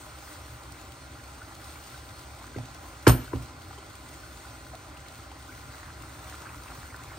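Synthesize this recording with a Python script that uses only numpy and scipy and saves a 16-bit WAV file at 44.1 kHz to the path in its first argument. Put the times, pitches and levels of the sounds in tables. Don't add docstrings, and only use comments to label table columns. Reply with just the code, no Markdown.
import sys
import numpy as np
from scipy import signal
from scipy.fft import rfft, irfft, next_fast_len
from scipy.io import wavfile
from scipy.ndimage import uniform_filter1d, map_coordinates

SR = 44100
rng = np.random.default_rng(int(sys.argv[2]) if len(sys.argv) > 2 else 0)


def decibels_to_gain(level_db):
    exponent = np.asarray(level_db, float) / 20
    return 10 ** exponent


def dump(signal):
    limited = np.clip(np.atleast_2d(signal).T, -1, 1)
    pcm = np.round(limited * 32767).astype(np.int16)
    wavfile.write(sys.argv[1], SR, pcm)


N = 316638

# (frequency [Hz], width [Hz], level [dB])
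POT_AIR = [(411, 130, -5), (606.7, 90, 1.5), (794.5, 48.6, 3.5), (1015.5, 48, 2.5), (1199, 166, -2),
           (1430, 142, 1), (2046, 240, -6.5), (2500, 315, -10.5)]
# (frequency [Hz], density [dB per Hz])
HISS_SPECTRUM = [(300, -27.5), (1200, -9.5), (2700, 4.5), (4200, 6.5), (5200, 3), (6700, 3.5), (7700, 1.5),
                 (8600, 6.5), (10000, -1), (11500, -23), (13000, -2.5), (14600, -1), (15800, -2)]


def unit(x):
    return x / np.sqrt(np.mean(x ** 2) + 1e-20)


def along(points, hz):
    f, v = np.transpose(points)
    return np.interp(np.log(hz + 1), np.log(f + 1), v)


def wobble(rate):
    knots = rng.standard_normal(int(N * rate / SR) + 4)
    return map_coordinates(knots, [np.arange(N) * rate / SR])


def filtered(x, response):
    m = next_fast_len(N + SR // 2)
    return irfft(rfft(x, m) * response(np.fft.rfftfreq(m, 1 / SR)), m)[..., :N]


def resonances(modes):
    def response(f):
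        total = 0
        for k, (centre, width, db) in enumerate(modes):
            damping = 1j * f * width
            total = total + (-1) ** k * decibels_to_gain(db) * damping / (centre * centre - f * f + damping)
        return total
    return response


def patchy(depth_db):
    z = signal.stft(rng.standard_normal((2, N)), nperseg=512)[2]
    field = uniform_filter1d(rng.standard_normal(z.shape[1:]), 6, 0)
    field = uniform_filter1d(field, 10, 1)
    return signal.istft(z * decibels_to_gain(depth_db * unit(field)), nperseg=512)[1][:, :N]


def ports(pair):
    # (frequency [Hz], side minus mid [dB])
    side_level = [(60, -22.5), (200, -16.5), (400, -9.5), (700, -7), (1500, -1), (2100, -6.5), (4400, -4.5),
                  (7600, 0), (8600, -11.5), (10000, 3.5), (11500, 17.5), (13000, -4.5), (15500, -11)]
    # (frequency [Hz], share of the side that is a left lead [-])
    left_lead = [(60, 0.11), (900, -0.23), (1550, -1), (1900, -0.22), (2330, 0.35), (2800, 0.5),
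                 (6700, 0.6), (9000, 0), (15000, 0)]

    def to_side(f):
        lean = np.clip(along(left_lead, f), -1, 1)
        return decibels_to_gain(along(side_level, f)) * [1j * lean, np.sqrt(1 - lean ** 2)]
    side = filtered(pair, to_side).sum(axis=0)
    return np.array([pair[0] + side, pair[0] - side])


def placed(db, pan_db):
    spread_db = 3.5
    pan = pan_db + spread_db * rng.standard_normal(len(db))
    return decibels_to_gain(db - 5.5 + np.outer([.5, -.5], pan))


def bubbles(s, gain, hz, t60):
    t = np.arange(SR // 20) / SR
    wave = np.sin(2 * np.pi * hz[:, None] * t * (1 + 3 * t))
    wave = wave * decibels_to_gain(-60 * t / t60[:, None]) * (1 - np.exp(-t / 0.00071))
    at = (s * SR).astype(int)[:, None] + np.arange(len(t))
    return np.array([np.bincount(at.ravel(), (g[:, None] * wave).ravel(), N + SR)[:N] for g in gain])


def fading(decays):
    hz, t, z = signal.stft(rng.standard_normal((2, SR // 2)), SR, nperseg=128)
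    decay = decibels_to_gain(-60 * t / along(decays, hz)[:, None])
    tail = signal.istft(z * decay, SR, nperseg=128)[1][:, :SR // 2]
    return tail / np.linalg.norm(tail[0])


def kitchen(x):
    # (frequency [Hz], t60 [s])
    room_decay = [(100, 0.35), (500, 0.32), (2000, 0.47), (8000, 0.28), (15000, 0.073)]
    delayed = np.pad(x, (300, 0))
    return signal.fftconvolve(delayed[None], fading(room_decay), axes=1)[:, :N]


def heat():
    # (time [s], half length [s], flare [dB])
    stirs = [(0.0, 0.39, 4), (0.303, 0.067, 5.5), (0.65, 0.21, 2.5), (0.94, 0.069, 1.5), (1.723, 0.21, 3.5),
             (1.924, .08, 3.5), (2.212, 0.16, 2.5), (2.863, 0.16, 1.5), (3.9, 0.27, -1), (4.4, 0.6, 1),
             (5.0, 0.18, -1)]
    t = np.arange(N) / SR
    turn_s, turn_lasts_s, turn_gain_db = 5.3, 1, 3
    turn_db = turn_gain_db * np.sin(np.pi / 2 * np.clip((t - turn_s) / turn_lasts_s, 0, 1)) ** 2
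    flare_db = turn_db + sum(db * np.exp(-((t - s) / half_s) ** 2) for s, half_s, db in stirs)
    rumble_db = -51 + 0.5 * turn_db
    simmer_db = -50.5 + 0.18 * flare_db
    steam_db = -57 + 0.46 * flare_db
    sizzle_db = -68.5 + flare_db
    return rumble_db, simmer_db, steam_db, sizzle_db


def flame_rumble():
    # (frequency [Hz], width [Hz], level [dB])
    drum = [(48, 16.7, -5.5), (69.6, 14, 0.5), (91.3, 25.3, -4.5), (116.4, 27.7, -4.5), (151.1, 4.1, -16),
            (244, 15, -18.5), (319, 70, -15.5), (227, 15, -52)]
    drone = np.sin(2 * np.pi * np.cumsum(66.5 + 8 * wobble(26)) / SR)
    return unit(filtered(patchy(0.98), resonances(drum))) + 1.05 * drone * [[1], [.3]]


def seething():
    u = rng.random((3500, 5))
    mid_and_side = np.array([1 + 0 * u[:, 4], 2 * u[:, 4] - 1])
    size = decibels_to_gain(np.minimum(-4 * np.log(u[:, 1]), 12)) * mid_and_side
    pitch_hz = 800 * 3.08 ** u[:, 2]
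    return unit(bubbles(u[:, 0] * N / SR, size, pitch_hz, (5 + 12 * u[:, 3]) / pitch_hz))


def gas_hiss():
    # (frequency [Hz], width [Hz], level [dB])
    jets = [(4265, 11, 7), (1964, 59, 8.5)]
    spits = 1 + 4 * (rng.random(N) < .003 * decibels_to_gain(7 * wobble(20)))
    ripple = rng.standard_normal(SR // 60)

    def colour(f):
        comb_db = 1.5 * map_coordinates(ripple, [f / 35])
        singing = np.abs(1 + resonances([jets[0]])(f) + resonances([jets[1]])(f))
        return decibels_to_gain(along(HISS_SPECTRUM, f) + comb_db) * singing
    return unit(filtered(spits * patchy(1.0), colour))


def stove():
    rumble_db, simmer_db, steam_db, sizzle_db = heat()
    flicker = wobble(9.8)
    rumble = decibels_to_gain(rumble_db + 5.0 + 0.15 * wobble(4.5)) * flame_rumble()
    murmur = unit(filtered(patchy(0.78), resonances(POT_AIR)))
    boil = decibels_to_gain(.5 * (simmer_db - simmer_db.mean()) + 1.9 * wobble(11))
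    simmer = decibels_to_gain(simmer_db - 1.5 + 0.26 * flicker) * (murmur + 0.36 * boil * seething())
    hiss = gas_hiss()
    steam = filtered(hiss, lambda f: 1 / (1 + (f / 8500) ** 6))
    sizzle = hiss - steam
    shared = 0.61 * flicker + 0.43 * wobble(14)
    high = decibels_to_gain(steam_db + 2.5 + shared) * steam
    high = high + decibels_to_gain(sizzle_db + 12.5 + shared + 1.0 * wobble(8.7)) * sizzle
    return rumble + simmer + high


def stew():
    # (time [s], level [dB])
    stew_level = [
        (5.7, -54.5),
        (6.486, -51.5),
        (6.696, -55),
        (7.18, -51),
    ]
    s, db = np.transpose(stew_level)
    boil_db = np.interp(np.arange(N) / SR, s, db, left=-70)
    u = rng.random((750, 5))
    mid_and_side = np.array([1 + 0 * u[:, 4], 2 * u[:, 4] - 1])
    size = decibels_to_gain(np.minimum(-5.5 * np.log(u[:, 1]), 11)) * mid_and_side
    pitch_hz = 900 * 2.6 ** u[:, 2]
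    froth = bubbles(s[0] + u[:, 0] * (s[-1] - s[0]), size, pitch_hz, (3 + 10 * u[:, 3]) / pitch_hz)
    level = decibels_to_gain(boil_db - 12.5 + 0.52 * (boil_db - db.mean()))
    return level * decibels_to_gain(3 * wobble(12)) * unit(froth)


def ticks():
    # (time [s], peak level [dB])
    fat_spits = [(0.1846, -40.5), (0.327, -42), (0.7198, -38.5), (0.812, -42.5), (0.919, -41), (1.237, -41),
                 (1.277, -46), (1.5492, -40), (1.6147, -43), (1.641, -40), (2.1923, -43), (2.466, -43),
                 (2.654, -42.5), (2.7447, -40.5), (3.0253, -41.5), (3.6092, -47), (3.8624, -48),
                 (3.899, -45), (3.9524, -39.5), (4.0883, -42), (4.14, -42.5), (4.3273, -45), (4.371, -41),
                 (4.4294, -56), (4.461, -51), (4.751, -40), (5.082, -41.5), (5.121, -45), (5.154, -41),
                 (6.0204, -38.5), (6.2417, -41), (6.2955, -38), (6.352, -40), (6.4173, -39.5),
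                 (6.5575, -48), (6.634, -40), (6.961, -38), (7.0346, -39.5)]
    s, db = np.transpose(fat_spits)
    burst = bubbles(s, placed(db - 7.5, 0.5), 60 + 0 * s, 0.018 + 0 * s)
    noise = rng.standard_normal((2, N))
    treble = filtered(noise, lambda f: decibels_to_gain(along(HISS_SPECTRUM, f)) * (f > 1500))
    return 6 * burst * ports(unit(treble))


def crackles():
    # (time [s], peak level [dB], frequency [Hz])
    droplets = [(0.3905, -42, 2460), (0.631, -37, 4220), (0.7203, -41, 4400), (1.641, -41, 4330),
                (1.7574, -36, 2200), (1.9756, -37.5, 3800), (2.089, -36.5, 3500), (2.191, -40, 4000),
                (2.5855, -38, 3070), (2.564, -36, 2020), (3.028, -43, 4100), (3.4214, -46, 6650),
                (3.617, -36.5, 3210), (3.7833, -36, 3070), (3.899, -43, 3960), (4.089, -41, 3850),
                (4.139, -38, 2130), (4.368, -48, 4140), (4.97, -33, 2740), (4.974, -45, 3200),
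                (5.063, -37, 2150), (5.081, -40, 4000), (5.315, -37, 3030), (5.4228, -39.5, 4600),
                (5.523, -33.5, 2150), (6.0023, -44, 2730), (6.35, -41, 2560), (6.491, -32.5, 2470),
                (6.6823, -35, 2570), (6.903, -35.5, 2150), (7.107, -41, 2130)]
    s, db, hz = np.transpose(droplets)
    gain = placed(db, 6.5)
    vapour = ports(filtered(rng.standard_normal((2, N)), lambda f: decibels_to_gain(along(HISS_SPECTRUM, f))))
    puff = bubbles(s, gain * (hz / 4200) ** 1.9, 25 + 0 * hz, 0.022 + 0 * hz) * vapour
    return 1.5 * bubbles(s, gain, hz, 32 / hz) + 2 * puff


def plops():
    # (time [s], peak level
    # [dB], frequency [Hz])
    wet_bursts = [(5.8901, -44, 1910), (5.9046, -42, 1940), (6.191, -41, 1630), (6.2523, -47, 2100),
                  (6.325, -38, 1670), (6.427, -41, 1640), (6.4586, -41, 1610), (6.4917, -40, 2270),
                  (6.5716, -50, 2120), (6.684, -46, 2420), (6.6836, -42, 1760), (6.717, -38.5, 1600),
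                  (6.83, -37, 1700), (6.9043, -42, 2070), (6.9442, -35, 1700), (7.0053, -41, 1620),
                  (7.1079, -47, 2100), (7.1383, -42, 1710),
                  (3.2792, -39, 1480), (3.781, -41.5, 377), (3.708, -42, 1200), (4.753, -43, 1030),
                    (2.586, -43, 3100), (3.332, -40, 2220), (4.737, -39.5, 750), (6.328, -37.5, 1840),
                    (6.469, -38, 1290), (6.941, -37, 1840), (6.946, -41, 1400)]
    s, db, hz = np.transpose(wet_bursts)
    left_right_db = np.array([[1], [-1]])
    return bubbles(s, decibels_to_gain(db + 2.5 + left_right_db), hz, 21 / hz)


def pops():
    # (time [s], peak level
    # [dB], frequency [Hz], t60 [ms])
    short_rings = [(0.272, -33, 1145, 56), (1.154, -35, 1250, 26), (1.417, -29, 1400, 55),
                   (1.473, -44, 1430, 20), (1.562, -34, 1290, 24), (1.943, -33, 1470, 50),
                   (2.545, -32.5, 1510, 38), (2.563, -27, 560, 8.1), (2.843, -32, 1020, 29),
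                   (3.279, -28, 1470, 25), (3.709, -28, 787, 23), (3.79, -35, 780, 24),
                   (4.735, -25, 650, 15), (4.746, -25, 697, 25), (4.846, -34, 1260, 30),
                   (5.198, -32.5, 1260, 18), (5.316, -30.5, 795, 27), (5.492, -32, 1430, 60),
                   (5.902, -29, 1530, 22), (6.035, -28, 1270, 12), (6.324, -29, 1430, 13),
                   (6.342, -25, 1270, 15), (6.428, -34, 1430, 43), (6.457, -29.5, 1530, 35),
                   (6.545, -20, 1180, 5.7), (6.681, -30, 1570, 18), (6.702, -23, 965, 8.6),
                   (6.717, -25.5, 1290, 9.3), (6.926, -30, 1210, 14), (6.944, -26.5, 1430, 20),
                   (0.238, -32, 1470, 20), (0.356, -30.5, 1280, 17), (0.727, -38, 1460, 18),
                   (1.527, -37, 1280, 18), (2.442, -28.5, 1176, 23), (3.332, -19.5, 974, 39),
                   (3.94, -30.5, 1180, 17), (4.061, -33, 1000, 22), (4.234, -32, 1430, 41),
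                   (4.45, -32.5, 1390, 43), (4.666, -30, 1420, 23), (5.139, -32, 1430, 20),
                   (6.097, -34, 1450, 22), (6.469, -29, 1385, 22), (6.572, -37, 1370, 24),
                   (6.6, -29, 1430, 21), (6.659, -29, 1050, 17), (6.763, -35, 1380, 16),
                   (6.996, -33, 1400, 18), (7.103, -36, 1500, 20)]
    s, db, hz, t60_ms = np.transpose(short_rings)
    gain = placed(db, -0.5)
    click = filtered(bubbles(s, gain, 1800 + 0 * hz, 0.0024 + 0 * hz), resonances(POT_AIR))
    return bubbles(s, gain, hz, t60_ms * 0.00085) + 6.6 * click


def ring(modes, t, lag, hard_hz):
    out = 0
    for hz, db, t60, blur_hz in modes:
        late = np.maximum(t - lag / np.sqrt(hz), 0)
        wander = np.cumsum((late > 0) * rng.standard_normal(len(t))) * np.sqrt(2 * np.pi * blur_hz / SR)
        size = decibels_to_gain(db + rng.normal(0, 2.2) - 60 * late / t60)
        size = size / np.sqrt(1 + (hz / hard_hz) ** 4)
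        onset = 1 - np.exp(-late / (0.4 / hz + 0.0012))
        out = out + size * np.sin(2 * np.pi * hz * late + wander) * onset
    return out


def spoon():
    # (time [s], blow [dB], hardness [Hz], tick of the wood [Hz], tick level [dB])
    bumps = [
        (2.5576, -24, 400, 350, 4.5),
        (2.581, -39, 1510, 663, 15),
        (3.063, -5, 2500, 1512, -1.5),
        (3.0677, -15.5, 402, 372, 19.5),
        (3.092, -16, 1510, 515, -1),
        (3.327, -18, 330, 1395, -10.5),
        (3.355, -38, 1200, 618, 8),
        (3.064, -10.5, 169, 450, -6),
        (3.137, -28.5, 700, 500, 0),
        (3.3316, -36, 151, 342, 21.5),
    ]
    # (frequency [Hz], level [dB], t60 [s], blur [Hz])
    sheet = [(60.6, 4.5, 0.17, 3.8), (98, 4.5, 0.047, 2), (104, -3, 0.089, 0.24), (117.75, 8, 0.26, 0.32),
             (144, -3.5, 0.2, 1.8), (182, -27, 0.27, 8.8), (256.7, -5, 0.24, 6.5), (295, -14, 0.12, 13),
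             (346, 1, 0.05, 22), (393, -5, 0.028, 22), (461, -3, 0.073, 40), (560, -7.5, 0.074, 42),
             (599, -15.5, 0.25, 6.6), (728, -13.5, 0.15, 23), (907, -15, 0.11, 12), (1033, -7, 0.06, 42),
             (1310, -15.5, 0.1, 48), (1518, -21, 0.05, 120), (1837, -15.5, 0.08, 60),
             (2270, -8.5, 0.051, 90)]
    # (time [s], level [dB], hardness [Hz])
    rattles = [(2.585, -32, 3600), (3.07, -22, 9000), (3.077, -9, 14700), (3.087, -22, 9000),
               (3.096, -14, 6300), (3.11, -33.5, 6000), (3.12, -29, 6000), (3.135, -35, 5950),
               (3.33, -46, 2500), (3.36, -36.5, 4020), (3.436, -43, 4100)]
    # (frequency [Hz], level [dB], t60 [s], blur [Hz])
    grate = [(3000, -13.5, 0.045, 400), (4390, -14, 0.04, 340), (5340, -14, 0.035, 640),
             (6830, -11, 0.033, 440), (8802, -20.5, 0.19, 120), (9670, -12.5, 0.036, 480),
             (13350, -15, 0.092, 60), (13810, -29, .06, 60), (14404, -14.5, 0.32, 2)]
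    # (frequency [Hz], t60 [s])
    loose_decay = [(150, 0.35), (600, 0.18), (2000, 0.13), (6000, 0.14), (12000, 0.11)]
    # (frequency [Hz], density [dB per Hz])
    loose_spectrum = [(30, -55), (70, -26.5), (200, -12.5), (290, -2), (450, -7), (900, -3), (1500, -9.5),
                      (2300, -15), (5300, -24), (8000, -28), (15000, -51)]
    # (frequency [Hz], left minus right [dB])
    blow_tilt = [(60, 1), (120, -0.5), (300, -7), (700, 3.5), (1300, -4.5), (3000, 5.5), (8000, 0.5),
                 (14000, -1)]
    out, loose = np.zeros((2, N + SR)), np.zeros((2, N + SR))
    t = np.arange(SR // 2) / SR
    for s, db, hard_hz, tick_hz, tick_db in bumps:
        bell = ((t - .006) / (0.00054 + 0.31 / tick_hz)) ** 2
        tick = decibels_to_gain(tick_db - 10 * np.log10(np.e) * bell) * np.sin(2 * np.pi * tick_hz * t)
        blow = np.array([ring(sheet, t, .13, hard_hz), 0.59 * ring(sheet, t, 0.097, hard_hz)])
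        out[:, round(s * SR):][:, :len(t)] += decibels_to_gain(db - 6.0) * (blow + tick)
        loose_db = db - 7 + 15 * hard_hz * 1e-3
        loose[:, round((s + .007) * SR):][:, :len(t)] += decibels_to_gain(loose_db) * fading(loose_decay)
    for s, db, hard_hz in rattles:
        b, a = signal.butter(2, min(hard_hz, 7000), fs=SR)
        contact = signal.lfilter(b, a, rng.standard_normal((2, len(t))))
        crack = (2.1 * decibels_to_gain(-60 * t / 0.0014) + 0.36 * decibels_to_gain(-60 * t / 0.014)) * contact
        bars = np.array([ring(grate, t, 0, hard_hz), 0.58 * ring(grate, t, 0, hard_hz)])
        out[:, round(s * SR):][:, :len(t)] += decibels_to_gain(db) * (bars + crack)
    debris = filtered(loose[:, :N], lambda f: decibels_to_gain(along(loose_spectrum, f)))
    blows = ports(out[:, :N] + debris)
    return filtered(blows, lambda f: decibels_to_gain(np.outer([.5, -.5], along(blow_tilt, f))))


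def scene():
    near = spoon() + pops() + crackles() + ticks() + plops()
    return near + ports(decibels_to_gain(-16.5) * kitchen(near.mean(axis=0)) + stove() + stew())


def starve(x):
    # (mid 0 or side 1, from [Hz], to [Hz], level over its median a frame needs to survive [dB])
    starved = [(0, 10330, 11750, 99), (0, 11750, 12400, 2.8), (1, 8250, 8900, -.4), (1, 11200, 11700, -1),
               (1, 13250, 13800, .8), (1, 13800, 15150, 33), (1, 15150, 15780, .2), (0, 15780, 23000, 99),
               (1, 15780, 23000, 99)]
    # (frequency [Hz], step over band rms [dB])
    coarseness = [(300, -20), (800, -10), (1300, -4), (1900, 0), (2600, 1.5), (11000, 1.5), (16000, 2.5)]
    quick_s = [2.2, 4.1, 6.355]
    sudden_s = [3.058, 3.081]
    size, grid = 1024, 719
    k = np.arange(size)
    rise = np.cumsum(np.kaiser(size + 1, 4 * np.pi))
    slopes = np.array([np.sin(np.pi / 2 * (k + .5) / size), np.sqrt(rise[:-1] / rise[-1])])
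    mid_side = np.array([x[0] + x[1], x[0] - x[1]]) / 2
    pair = np.pad(mid_side, ((0, 0), (2 * size - grid, 2 * size)))
    frames = np.lib.stride_tricks.sliding_window_view(pair, 2 * size, axis=1)[:, ::size]
    count = frames.shape[1]
    steep = (uniform_filter1d(rng.standard_normal(count + 1), size=2) > .17).astype(int)
    window = np.hstack([slopes[steep[:-1]], slopes[steep[1:], ::-1]])
    basis = np.cos(np.pi / size * np.outer(np.arange(2 * size) + .5 + size / 2, k + .5))
    z = frames * window @ basis
    hz = (k + .5) * SR / 2 / size
    s = (grid + size * (np.arange(count) - 1)) / SR

    def near(times):
        return np.abs(s[:, None] - times).min(axis=1) < size / SR / 2

    for ch, lo, hi, keep_db in starved:
        band = (hz >= lo) & (hz < hi)
        level = np.sqrt(np.mean(z[ch][:, band] ** 2, axis=1))
        survives = (level > decibels_to_gain(keep_db) * np.median(level)) | near(quick_s) & (hi < 15800)
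        z[ch][:, band] *= survives[:, None]
    loud = np.abs(z[0][:, hz < 2000]).max(axis=1)
    masked = loud > decibels_to_gain(21) * np.median(loud)
    z[..., ((hz > 11750) & (hz < 12400)) | (hz > 14900)] *= ~masked[:, None]
    rms = np.sqrt(np.mean(z.reshape(2, count, -1, 32) ** 2, axis=3).max(axis=0)).repeat(32, axis=1)
    step_db = along(coarseness, hz) - 30 * near(quick_s + sudden_s)[:, None]
    step = rms * decibels_to_gain(step_db + 5 * np.outer(masked, hz > 10000)) + 1e-12
    z = np.sign(z) * step * np.floor(np.abs(z / step) ** .75 + .4054) ** (4 / 3)
    back = z @ basis.T * window * 2 / size
    joined = (back[:, 1:, :size] + back[:, :-1, size:]).reshape(2, -1)
    mid, side = joined[:, size - grid:][:, :N]
    return np.array([mid + side, mid - side])


def roll_off(x):
    return signal.sosfilt(signal.butter(12, 16790, fs=SR, output="sos"), x)


def record(dry):
    x = filtered(dry, lambda f: (1j * f / (41 + 1j * f)) ** 4)
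    rounded = x / (1 + np.abs(x / 0.72) ** 6) ** (1 / 6)
    mix = starve(rounded)
    return roll_off(mix)


dry = scene()
out = record(dry)
dump(out)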